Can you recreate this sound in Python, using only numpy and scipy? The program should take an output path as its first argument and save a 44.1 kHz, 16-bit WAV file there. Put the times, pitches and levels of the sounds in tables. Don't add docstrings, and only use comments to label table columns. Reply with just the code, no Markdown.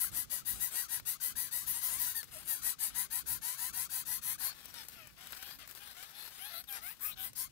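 import sys
import numpy as np
from scipy import signal
from scipy.fft import rfft, irfft, next_fast_len
from scipy.io import wavfile
from scipy.ndimage import uniform_filter1d, map_coordinates

SR = 44100
rng = np.random.default_rng(int(sys.argv[2]) if len(sys.argv) > 2 else 0)


def persist_wave(psi):
    counts = np.round(np.clip(psi, -1, 1) * 32767).astype(np.int16)
    wavfile.write(sys.argv[1], SR, np.atleast_2d(counts).T)


N = 331191

# start in seconds, end in seconds, time to the peak in seconds, gape level in dB,
# gape brightness in dB per octave, throat level in dB, clear tone level in dB, base pitch in Hz,
# glide as a share of the pitch.
BEG_CALLS = [(-0.012, 0.113, 0.036, -26.5, -2, -43, -47.5, 1015, 0.064),
             (0.128, 0.261, 0.057, -30, -5.5, -43.5, -53, 983, 0.053),
             (0.295, 0.429, 0.043, -31, -6.5, -43, -54, 976, -0.0064),
             (0.448, 0.575, 0.044, -29.5, -1, -43.5, -48.5, 968, 0.01),
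             (0.592, 0.718, 0.045, -28, 0, -42.5, -43.5, 983, 0.064),
             (0.734, 0.878, 0.053, -30.5, -9.5, -42, -46, 975, 0.077),
             (0.88, 1.008, 0.064, -31.5, -6.5, -42.5, -47.5, 966, 0.02),
             (1.05, 1.177, 0.044, -30, -4.5, -42, -50, 995, 0.14),
             (1.198, 1.341, 0.054, -30.5, -6, -42.5, -52.5, 1001, 0.053),
             (1.353, 1.509, 0.049, -31.0, -4.5, -43, -50, 990, 0.056),
             (1.507, 1.673, 0.049, -32, -5.5, -43.5, -51.0, 988, 0.07),
             (1.657, 1.769, 0.041, -29, 2, -42.5, -51.5, 991, 0.13),
             (1.724, 1.841, 0.039, -34, -14.5, -47.5, -49.5, 983, 0.17),
             (1.807, 1.926, 0.047, -29.5, 1, -41.5, -49.5, 998, 0.035),
             (1.881, 2.01, 0.051, -32.5, -13.5, -44.5, -49, 1018, 0.25),
             (1.978, 2.083, 0.045, -28.0, 2.5, -40.5, -49, 990, 0.077),
             (2.042, 2.155, 0.035, -32, -1.5, -42, -50.5, 966, 0.011),
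             (2.138, 2.237, 0.032, -32, -4.5, -46.5, -51.5, 918, 0.01),
             (2.467, 2.627, 0.045, -29.5, -2, -43.5, -45, 897, -0.21),
             (2.612, 2.755, 0.065, -28.5, -8, -41, -45.5, 958, 0.017),
             (2.784, 2.918, 0.056, -30, -10, -43, -52, 974, -0.062),
             (2.941, 3.076, 0.052, -30.0, -8, -41.5, -44.5, 988, 0.07),
             (3.099, 3.233, 0.058, -31.5, -8, -44, -49, 979, 0.16),
             (3.257, 3.396, 0.056, -31, -5, -43.5, -49.5, 975, 0.14),
             (3.412, 3.58, 0.067, -34, -9.5, -43, -48.5, 986, 0.15),
             (3.566, 3.722, 0.071, -34, -8.0, -42.5, -47, 981, 0.19),
             (3.724, 3.88, 0.073, -32.5, -7, -42.5, -49.5, 996, 0.16),
             (3.891, 4.044, 0.072, -33, -4.5, -43, -53.5, 995, 0.086),
             (4.05, 4.205, 0.075, -32, -5, -43.0, -51, 997, 0.1),
             (4.213, 4.369, 0.082, -32, -5.5, -42.5, -50.5, 1012, 0.18),
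             (4.38, 4.522, 0.069, -31.5, -3, -43, -51, 1020, 0.28),
             (7.35, 7.484, 0.053, -33, -4, -45, -54, 1023, 0.08)]
# time in seconds, width of the swell as a share of the call,
# strongest harmonic as a number, breath relative to pulses as a ratio, lower voice in Hz,
# lower voice level in dB.
BEG_COURSE = [(0, 0.34, 1.68, 0.87, 679, -57), (1.099, 0.32, 2.06, 0.78, 754, -64),
              (2.001, 0.48, 1.45, 0.85, 743, -59.5), (2.15, 0.38, 1.77, 0.61, 729, -73),
              (2.552, 0.3, 1.84, 0.96, 733, -57), (3.1, .42, 1.5, 0.97, 794, -58),
              (4.4, 0.4, 1.53, 0.89, 839, -53.5), (7.4, 0.35, 1.05, 0.73, 763, -60.5)]
# start in seconds, end in seconds, throat level in dB, gape level in dB,
# clear tone level in dB, pitch at start in Hz, pitch at end in Hz, arch as a share of the pitch.
WHINE_CALLS = [(0.112, 0.182, -56, -42.5, -59, 957, 640, -0.041),
               (0.529, 0.634, -57.5, -41, -61, 893, 550, -0.056),
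               (0.703, 0.792, -55, -35, -55, 950, 1050, -0.28),
               (2.308, 2.444, -56, -40.5, -57.5, 820, 980, -0.29),
               (2.44, 2.526, -62, -40.5, -68, 454, 850, 0.055),
               (2.88, 2.983, -56, -54, -65, 734, 910, -0.033),
               (4.401, 4.54, -46, -62, -60, 1047, 1000, 0.041),
               (4.539, 4.732, -57, -56.5, -66, 900, 630, 0.041),
               (4.731, 4.847, -49, -46.5, -50.5, 987, 840, 0),
               (5.164, 5.321, -53.5, -55.5, -55, 650, 720, 0.1),
               (5.589, 5.67, -50.5, -57, -61, 717, 490, 0.06),
               (5.948, 6.112, -53, -48.5, -51.5, 669, 940, -0.023),
               (6.313, 6.42, -54, -49, -59, 755, 800, 0.017),
               (6.733, 6.813, -46, -43, -52, 522.4, 380, 0.049),
               (7.223, 7.317, -59, -43.5, -53, 955, 1080, -0.0077)]
# start in seconds, end in seconds, throat level in dB, gape level in dB,
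# clear tone level in dB, gape peak as a share of the call, arch as a share of the pitch, then start and
# end in Hz of the pitch, of the throat resonance and of the gape resonance.
SQUAWK_CALLS = [(4.923, 5.124, -55.5, -53.5, -56, 0.31, -0.048, 760, 568, 2760, 2570, 12400, 12000),
                (5.351, 5.583, -52, -45.5, -57, .6, 0.049, 718, 833, 2570, 3900, 11600, 13100),
                (5.787, 5.952, -52.5, -51, -69, .5, 0.14, 768, 689, 2780, 4170, 8700, 11600),
                (6.118, 6.318, -50.5, -43.5, -59, 0.55, 0.03, 773, 906, 3470, 4500, 10800, 12500),
                (6.38, 6.547, -49, -38.5, -47.5, 0.37, 0.11, 659, 851, 2510, 4800, 10700, 12900),
                (6.496, 6.629, -48, -37, -49.5, 0.58, -0.094, 738, 739, 3700, 4150, 12000, 12200),
                (6.669, 6.798, -54, -35.5, -48.5, 0.43, -0.1, 864, 900, 3840, 1390, 13100, 11700),
                (6.802, 6.949, -50.5, -35, -49, 0.49, -0.089, 613, 1087, 1850, 2400, 14200, 14700),
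                (7.001, 7.151, -49.5, -29.5, -60, 0.34, 0.24, 1006, 1070, 1420, 3370, 13600, 14300),
                (7.157, 7.29, -49, -32.5, -50.5, 0.63, -0.043, 765.5, 843, 3300, 3440, 12700, 13800)]
# start in seconds, end in seconds, level in dB, start in Hz, end in Hz,
# arch as a share of the frequency, width in Hz.
GLIDING_BANDS = [(0.042, 0.048, -45.5, 1470, 1300, -0.016, 60), (2.15, 2.224, -50.5, 1830, 1670, .04, 25),
                 (2.15, 2.22, -62, 3700, 3100, 0.039, 60), (2.154, 2.225, -54, 4570, 4100, 0.035, 90),
                 (2.327, 2.419, -63.5, 734, 860, -0.22, 25), (4.449, 4.531, -50.5, 4150, 4450, 0, 398),
                 (4.664, 4.718, -62, 5800, 5500, 0.033, 60), (4.765, 4.827, -57.5, 5530, 5000, 0.034, 350),
                 (4.965, 5.058, -65, 1486, 1230, -0.052, 30),
                 (4.748, 4.828, -58.5, 3780, 3400, -0.011, 130),
                 (5.429, 5.569, -61.5, 4100, 4900, 0.032, 101),
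                 (6.524, 6.618, -55, 3950, 4170, -0.013, 59.4),
                 (6.675, 6.712, -55.5, 3950, 2500, 0.029, 258), (7.018, 7.127, -58, 1088, 1180, .11, 70),
                 (7.108, 7.148, -55, 3500, 4250, -0.0054, 850), (7.352, 7.443, -57, 4900, 5400, .02, 1010)]
# frequency in Hz, gain in dB.
BEG_THROAT_RESPONSE = [(300, -46), (560, -12), (750, -6), (950, -15.5), (1200, -3), (1500, 2.5),
                       (1950, -4.5), (2400, -1.5), (2950, -5.5), (3300, -2.5), (3900, -1.5), (4700, 1.5),
                       (5250, -8), (5800, -1.5), (6700, 0.5), (7400, -8.5), (8600, -9)]
# frequency in Hz, gain in dB.
BEG_GAPE_RESPONSE = [(6500, -34.5), (7500, -25), (8300, -15.5), (9200, -13), (10200, -6), (11000, -3),
                     (12000, -6.5), (13000, -6), (14600, -4), (15600, -10.5)]
# frequency in Hz, gain in dB.
SOFT_THROAT_RESPONSE = [(300, -15), (500, -9.5), (740, -1), (1050, -3), (1550, 2.5), (2300, -2), (3100, -3),
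                        (4100, -3.5), (5000, -4), (6000, -7.5), (7400, -19), (8800, -36)]
# frequency in Hz, gain in dB.
SOFT_GAPE_RESPONSE = [(6000, -30.5), (7500, -17.5), (9000, -9.5), (10500, -5.5), (12000, -6.5), (13300, -4),
                      (14500, -11), (15600, -5.5)]
# time in seconds, body level in dB, crack level in dB.
SNAP_EVENTS = [(0.998, -53, -45), (2.23, -52.5, -45), (2.241, -64, -46), (4.656, -77, -43.5),
               (4.741, -72, -46), (4.885, -75, -41.5), (5.072, -83, -49.5), (5.271, -59, -46),
               (5.323, -63, -41), (5.33, -47, -53), (5.509, -51, -49), (5.676, -61, -47),
               (5.711, -63, -47.5), (5.75, -70, -46), (5.775, -61, -53), (6.64, -63, -53),
               (6.726, -80, -40.5), (7.332, -72, -52)]
# frequency in Hz, gain in dB.
KNOCK_RESPONSE = [(300, -16.5), (800, -15.5), (1500, -3), (2200, -9.5), (3200, -11), (4500, -7),
                  (7000, -27), (12000, -43)]
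# frequency in Hz, gain in dB.
CRACK_RESPONSE = [(3000, -7), (7000, -5), (10500, 0), (13500, 4.5), (15500, 1.5)]
# time in seconds, crackle level in dB.
SCUFFLES = [
    [(2.15, -64), (2.26, -54.5), (2.45, -54)],
    [(4.5, -52), (4.9, -49.5), (5.12, -61), (5.35, -44), (5.6, -51), (6.25, -48), (6.6, -63), (6.98, -55),
     (7.51, -99)],
]
# frequency in Hz, gain in dB.
FAR_PORT_RESPONSE = [(400, -21), (770, -12.5), (1200, -14.5), (1800, -19.5), (2740, -26), (4200, -17.5),
                     (5300, -4.5), (6500, -11.5), (8000, 0.5), (9800, -26), (12000, -17.5), (15000, -31)]
# frequency in Hz, scattered level in dB.
REED_SCATTER = [(700, -4.5), (2000, 6), (4000, -0.5), (8000, 1), (15000, 12.5)]
# frequency in Hz, relative gain in dB.
AIR_LEFT_RESPONSE = [(20, -29), (55, -25), (90, -14), (140, 0), (220, -17), (400, -17), (1000, -18.5),
                     (4000, -15), (15000, -25)]
# frequency in Hz, relative gain in dB.
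AIR_RIGHT_RESPONSE = [(20, -13), (40, -0.5), (58, 8.5), (90, 0), (140, 1.5), (260, -4.5), (450, -15),
                      (1000, -25), (4000, -33.5), (15000, -23.5)]
# time in seconds, level in dB.
RUMBLE_COURSE = [(0, 2), (3.0, 1), (4.2, 2.5), (5.5, -4.5), (7.51, -0.5)]

BEG_ATTACK_S, BEG_RELEASE_S = 0.03, 0.0397
BEG_FALLOFF = 1.5
PITCH_SAG = 0.05
END_SWEEP = 0.8
LOWER_VOICE_DIP, LOWER_VOICE_RISE, LOWER_VOICE_SPREAD = 0.25, 0.2004, 0.049
LOWER_VOICE_OCTAVE_DB = 4
OVERTONES_DB, OVERTONE_SPREAD_DB, OVERTONE_WIDTH_HZ = -8, 4, 170
WHINE_PEAK, WHINE_SHARPNESS = 0.41, 2.4
WHINE_RING_RATIO, WHINE_RING_WIDTH_HZ, WHINE_RING_DB = 4.5, 1600, -4.5
WHINE_CLARITY_DB = -0.5
SQUAWK_PEAK, SQUAWK_SHARPNESS = 0.44, 3.8
SQUAWK_RING_WIDTH_HZ, SQUAWK_RING_DB = 1220, -2.5
SQUAWK_GAPE_WIDTH_HZ, SQUAWK_GAPE_DB = 2850, -8
SQUAWK_CLARITY_DB = -5
BEG_JITTER_PER_BREATH, SOFT_JITTER = 0.042, 0.04
WOBBLE = 0.013
PULSE_DIRECT = 1.8
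PUFF_DECAY_S = 0.0006
GUSTS_PER_S = 8.8
CUTOFF_HZ = 15700


def begs():
    out = np.zeros(N)
    course = np.transpose(BEG_COURSE)
    for start, end, peak_s, gape_db, bright_db, throat_db, tone_db, hz, slope in BEG_CALLS:
        width, strongest, breath, lower_hz, lower_db = (
            np.interp(start, course[0], column) for column in course[1:])
        u = phase_of(start, end)
        effort = beg_effort(u, end - start, peak_s, width)
        sag = PITCH_SAG * (1 - effort) * (1 - u)
        pitch = hz * (1 - sag + slope * (u - 0.5 + END_SWEEP * u ** 6))
        tone, rasp = syrinx(pitch, strongest, BEG_JITTER_PER_BREATH * breath,
                            shimmer_db=0.6, hiss=breath, rolloff_db=-17.5)
        low = throat(rasp, effort, BEG_THROAT_RESPONSE, tilt_db=1.5)
        low = low + from_db(-18) * hollow(effort, u, hz)
        low = low + from_db(OVERTONES_DB) * max(1 - breath, 0) * overtones(effort, pitch)
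        clear = from_db(tone_db - 1.0) * effort ** 1.43 * tone
        clear = clear + from_db(lower_db) * lower_voice(effort, u, lower_hz)
        high = gape(rasp, effort, BEG_GAPE_RESPONSE, bright_db)
        add(out, start, from_db(throat_db - 0.8) * low + clear + from_db(gape_db) * high)
    return out


def beg_effort(u, length_s, peak_s, width):
    t = u * length_s
    opening = np.sin(np.pi / 2 * np.minimum(t / BEG_ATTACK_S, 1)) ** 1.2
    shutting = np.sin(np.pi / 2 * np.minimum((length_s - t) / BEG_RELEASE_S, 1)) ** 2
    pressure = 1 / (1 + ((t - peak_s) / (width * length_s)) ** 2) ** BEG_FALLOFF
    return opening * shutting * pressure


def hollow(effort, u, hz):
    chance = rng.standard_normal(3)
    opening = effort ** (0.5 * np.exp(0.301 * chance[0]))
    meeting = 1.33 + 0.0658 * chance[1]
    lower = narrow_noise(hz * (meeting + (0.9 - meeting) * opening), width_hz=145.6)
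    upper = narrow_noise(hz * (meeting + (1.92 - meeting) * opening), width_hz=190)
    return (0.5 + u) * effort ** 0.13 * lower + from_db(3.5 + 2 * chance[2]) * effort ** 0.1 * upper


def overtones(effort, pitch):
    bands = sum(from_db(OVERTONE_SPREAD_DB * rng.standard_normal())
                * narrow_noise(k * pitch, OVERTONE_WIDTH_HZ) for k in range(4, 8))
    return effort ** 0.5 * bands


def lower_voice(effort, u, hz):
    base_hz = hz * (1 + LOWER_VOICE_SPREAD * rng.standard_normal())
    pitch = base_hz * (1 + LOWER_VOICE_DIP * (1 - effort) + LOWER_VOICE_RISE * (u - 0.5))
    octave = narrow_noise(2 * pitch, width_hz=60.0)
    voice = narrow_noise(pitch, width_hz=38.5) + from_db(LOWER_VOICE_OCTAVE_DB) * octave
    return effort * rms_one(voice)


def squawks():
    out = np.zeros(N)
    for start, end, throat_db, gape_db, tone_db, gape_peak, arch, *ends_hz in SQUAWK_CALLS:
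        u = phase_of(start, end)
        effort = swell(u, SQUAWK_PEAK, SQUAWK_SHARPNESS)
        opening = swell(u, gape_peak, 2.8)
        pitch_hz, throat_hz, gape_hz = np.reshape(ends_hz, (-1, 2))
        tone, rasp = syrinx(glide(u, *pitch_hz, arch), strongest=2.1, jitter=SOFT_JITTER,
                            shimmer_db=1.0, hiss=1.2, rolloff_db=-3.5)
        voiced = rasp + from_db(SQUAWK_CLARITY_DB + tone_db - throat_db) * tone
        throat_ring = resonate(voiced, glide(u, *throat_hz), SQUAWK_RING_WIDTH_HZ)
        low = throat(rasp, effort, SOFT_THROAT_RESPONSE, tilt_db=0.9)
        low = low + from_db(SQUAWK_RING_DB) * effort ** 0.58 * throat_ring
        gape_ring = resonate(rasp, glide(u, *gape_hz), SQUAWK_GAPE_WIDTH_HZ)
        high = from_db(-4.0) * gape(rasp, opening, SOFT_GAPE_RESPONSE, tilt_db=-0.5)
        high = high + from_db(SQUAWK_GAPE_DB) * opening * gape_ring
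        clear = from_db(tone_db) * effort * tone
        add(out, start, from_db(throat_db) * low + clear + from_db(gape_db) * high)
    return out


def whines():
    out = np.zeros(N)
    for start, end, throat_db, gape_db, tone_db, first_hz, last_hz, arch in WHINE_CALLS:
        u = phase_of(start, end)
        effort = swell(u, WHINE_PEAK, WHINE_SHARPNESS)
        pitch = glide(u, first_hz, last_hz, arch)
        tone, rasp = syrinx(pitch, strongest=1.9, jitter=SOFT_JITTER,
                            shimmer_db=0.7, hiss=2.5, rolloff_db=-5.0)
        voiced = rasp + from_db(WHINE_CLARITY_DB) * tone
        ring = resonate(voiced, WHINE_RING_RATIO * pitch, WHINE_RING_WIDTH_HZ)
        low = throat(rasp, effort, SOFT_THROAT_RESPONSE, tilt_db=1.1)
        low = low + from_db(WHINE_RING_DB) * effort ** 0.5 * ring
        clear = from_db(tone_db) * effort ** 1.2 * tone
        high = gape(rasp, effort, SOFT_GAPE_RESPONSE, tilt_db=-10.5)
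        add(out, start, from_db(throat_db) * low + clear + from_db(gape_db) * high)
    return out


def gliding_bands(level_db):
    out = np.zeros(N)
    for start, end, db, first_hz, last_hz, arch, width_hz in GLIDING_BANDS:
        u = phase_of(start, end)
        band = narrow_noise(glide(u, first_hz, last_hz, arch), width_hz)
        add(out, start, from_db(db + level_db) * swell(u, 0.46, 0.75) * band)
    return out


def syrinx(pitch, strongest, jitter, shimmer_db, hiss, rolloff_db):
    size = len(pitch)
    cycles = np.cumsum(pitch * (1 + WOBBLE * drift(size, 220))) / SR
    at = np.flatnonzero(np.diff(np.floor(cycles)))
    chance = rng.standard_normal((512, 2))[:len(at)]
    at = np.round(at + jitter * chance[:, 0] * SR / pitch[at])
    at = np.clip(at, 0, size - 1).astype(int)
    pulses = np.zeros(size)
    pulses[at] = from_db(shimmer_db * chance[:, 1])
    puff_level = signal.lfilter([1], [1, -np.exp(-1 / (PUFF_DECAY_S * SR))], pulses)
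    puffs = puff_level * rng.standard_normal(size)
    tone = sum(from_db(rolloff_db * abs(k - strongest)) * np.sin(2 * np.pi * k * cycles)
               for k in range(1, 8))
    rasp = rms_one(pulses - pulses.mean()) + hiss * rms_one(puffs)
    return rms_one(tone), rms_one(scatter(rasp, decay_s=0.0058, direct=PULSE_DIRECT))


def throat(rasp, effort, spectrum, tilt_db):
    return effort ** 0.31 * rms_one(colour(rasp, spectrum, tilt_db))


def gape(rasp, effort, spectrum, tilt_db):
    return effort * rms_one(colour(rasp, spectrum, tilt_db))


def snaps(body_db, crack_db, body_s, crack_s):
    out = np.zeros(N)
    t = np.arange(2048) / SR
    for start, low_db, high_db in SNAP_EVENTS:
        body = rms_one(colour(rng.standard_normal(len(t)) * np.exp(-t / body_s), KNOCK_RESPONSE))
        crack = rms_one(colour(rng.standard_normal(len(t)) * np.exp(-t / crack_s), CRACK_RESPONSE))
        add(out, start, from_db(low_db + body_db) * body + from_db(high_db + crack_db) * crack)
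    return out


def straw(per_s, spread_db, decay_s):
    t = np.arange(N) / SR
    level = sum(from_db(np.interp(t, *np.transpose(scuffle), left=-np.inf, right=-np.inf))
                for scuffle in SCUFFLES)
    strength_db = spread_db * np.minimum(rng.exponential(1, N), 4)
    clicks = (rng.random(N) < per_s / SR) * from_db(strength_db)
    decays = signal.lfilter([1], [1, -np.exp(-1 / (decay_s * SR))], clicks + 1e-18)
    grains = decays * rng.standard_normal(N)
    return level * rms_one(colour(grains, KNOCK_RESPONSE) + 0.5 * colour(grains, CRACK_RESPONSE))


def far_port(near, lag_s, scatter_s, shift_rate):
    direct = map_coordinates(near, [np.arange(N) - lag_s * SR], order=3)
    weights = np.array([drift(N, shift_rate) for _ in range(5)])
    weights = weights / np.linalg.norm(weights, axis=0)
    scattered = sum(w * scatter(near, scatter_s) for w in weights)
    direct_share = [(hz, 10 * np.log10(max(1 - from_db(db) ** 2, 0.01))) for hz, db in REED_SCATTER]
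    return colour(colour(direct, direct_share) + colour(scattered, REED_SCATTER), FAR_PORT_RESPONSE)


def air(spectrum, level_db, gust_db):
    swell_db = np.interp(np.arange(N) / SR, *np.transpose(RUMBLE_COURSE))
    swell_db = swell_db + gust_db * drift(N, GUSTS_PER_S)
    return from_db(level_db + swell_db) * rms_one(colour(rng.standard_normal(N), spectrum))


def phase_of(start, end):
    size = int((end - start) * SR)
    return (np.arange(size) + 0.5) / size


def swell(u, peak, sharpness):
    return ((u / peak) ** peak * ((1 - u) / (1 - peak)) ** (1 - peak)) ** sharpness


def glide(u, first_hz, last_hz, arch=0):
    return (first_hz + (last_hz - first_hz) * u) * (1 + arch * np.sin(np.pi * u))


def resonate(x, hz, width_hz):
    turn = np.exp(2j * np.pi * np.cumsum(hz) / SR)
    lowpass = signal.butter(2, width_hz / 2, fs=SR, output="sos")
    return rms_one((signal.sosfilt(lowpass, x / turn) * turn).real)


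def narrow_noise(hz, width_hz):
    wander = drift(len(hz), width_hz) + 1j * drift(len(hz), width_hz)
    return rms_one((wander * np.exp(2j * np.pi * np.cumsum(hz) / SR)).real)


def scatter(x, decay_s, direct=0):
    t = np.arange(256) / SR
    echoes = rng.standard_normal(len(t)) * np.exp(-t / decay_s)
    response = rfft(echoes / np.linalg.norm(echoes) + direct * (t == 0), 512)
    broad_tint = np.sqrt(uniform_filter1d(np.abs(response) ** 2, size=11))
    ripples = irfft(response / broad_tint)[:len(t)]
    return signal.fftconvolve(x, ripples)[:len(x)]


def colour(x, spectrum, tilt_db=0):
    size = next_fast_len(len(x) + 512)
    octave = np.log2(np.maximum(np.arange(size // 2 + 1) * SR / size, 10))
    hz, db = np.transpose(spectrum)
    knots = np.log2(hz)
    slope_db = tilt_db * (np.clip(octave, knots[0], knots[-1]) - knots.mean())
    gain = from_db(np.interp(octave, knots, db) + slope_db)
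    return irfft(rfft(x, size) * gain, size)[:len(x)]


def drift(size, rate):
    knots = rng.standard_normal(2048)
    return map_coordinates(knots, [np.arange(size) * rate / SR], order=3, mode="wrap")


def from_db(db):
    return 10 ** (np.asarray(db) / 20)


def rms_one(x):
    return x / np.sqrt(np.mean(x ** 2) + 1e-20)


def add(track, start_s, sound):
    at = int(round(start_s * SR))
    first, last = max(at, 0), min(at + len(sound), N)
    track[first:last] += sound[first - at:last - at]


def scene():
    near = from_db(0.11) * begs() + from_db(-0.1) * squawks() + from_db(-1.5) * whines()
    near = near + gliding_bands(level_db=6.0)
    near = near + snaps(body_db=-1.0, crack_db=-4.5, body_s=0.0055, crack_s=0.0028)
    near = near + straw(per_s=460, spread_db=4.5, decay_s=0.0071)
    left = near + air(AIR_LEFT_RESPONSE, level_db=-62, gust_db=0.0)
    right = far_port(near, lag_s=0.0001, scatter_s=0.013, shift_rate=12)
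    right = right + air(AIR_RIGHT_RESPONSE, level_db=-60.5, gust_db=2.57)
    return np.array([left, right])


def record(dry):
    return signal.sosfilt(signal.ellip(12, 0.2, 80, CUTOFF_HZ, fs=SR, output="sos"), dry)


dry = scene()
out = record(dry)
persist_wave(out)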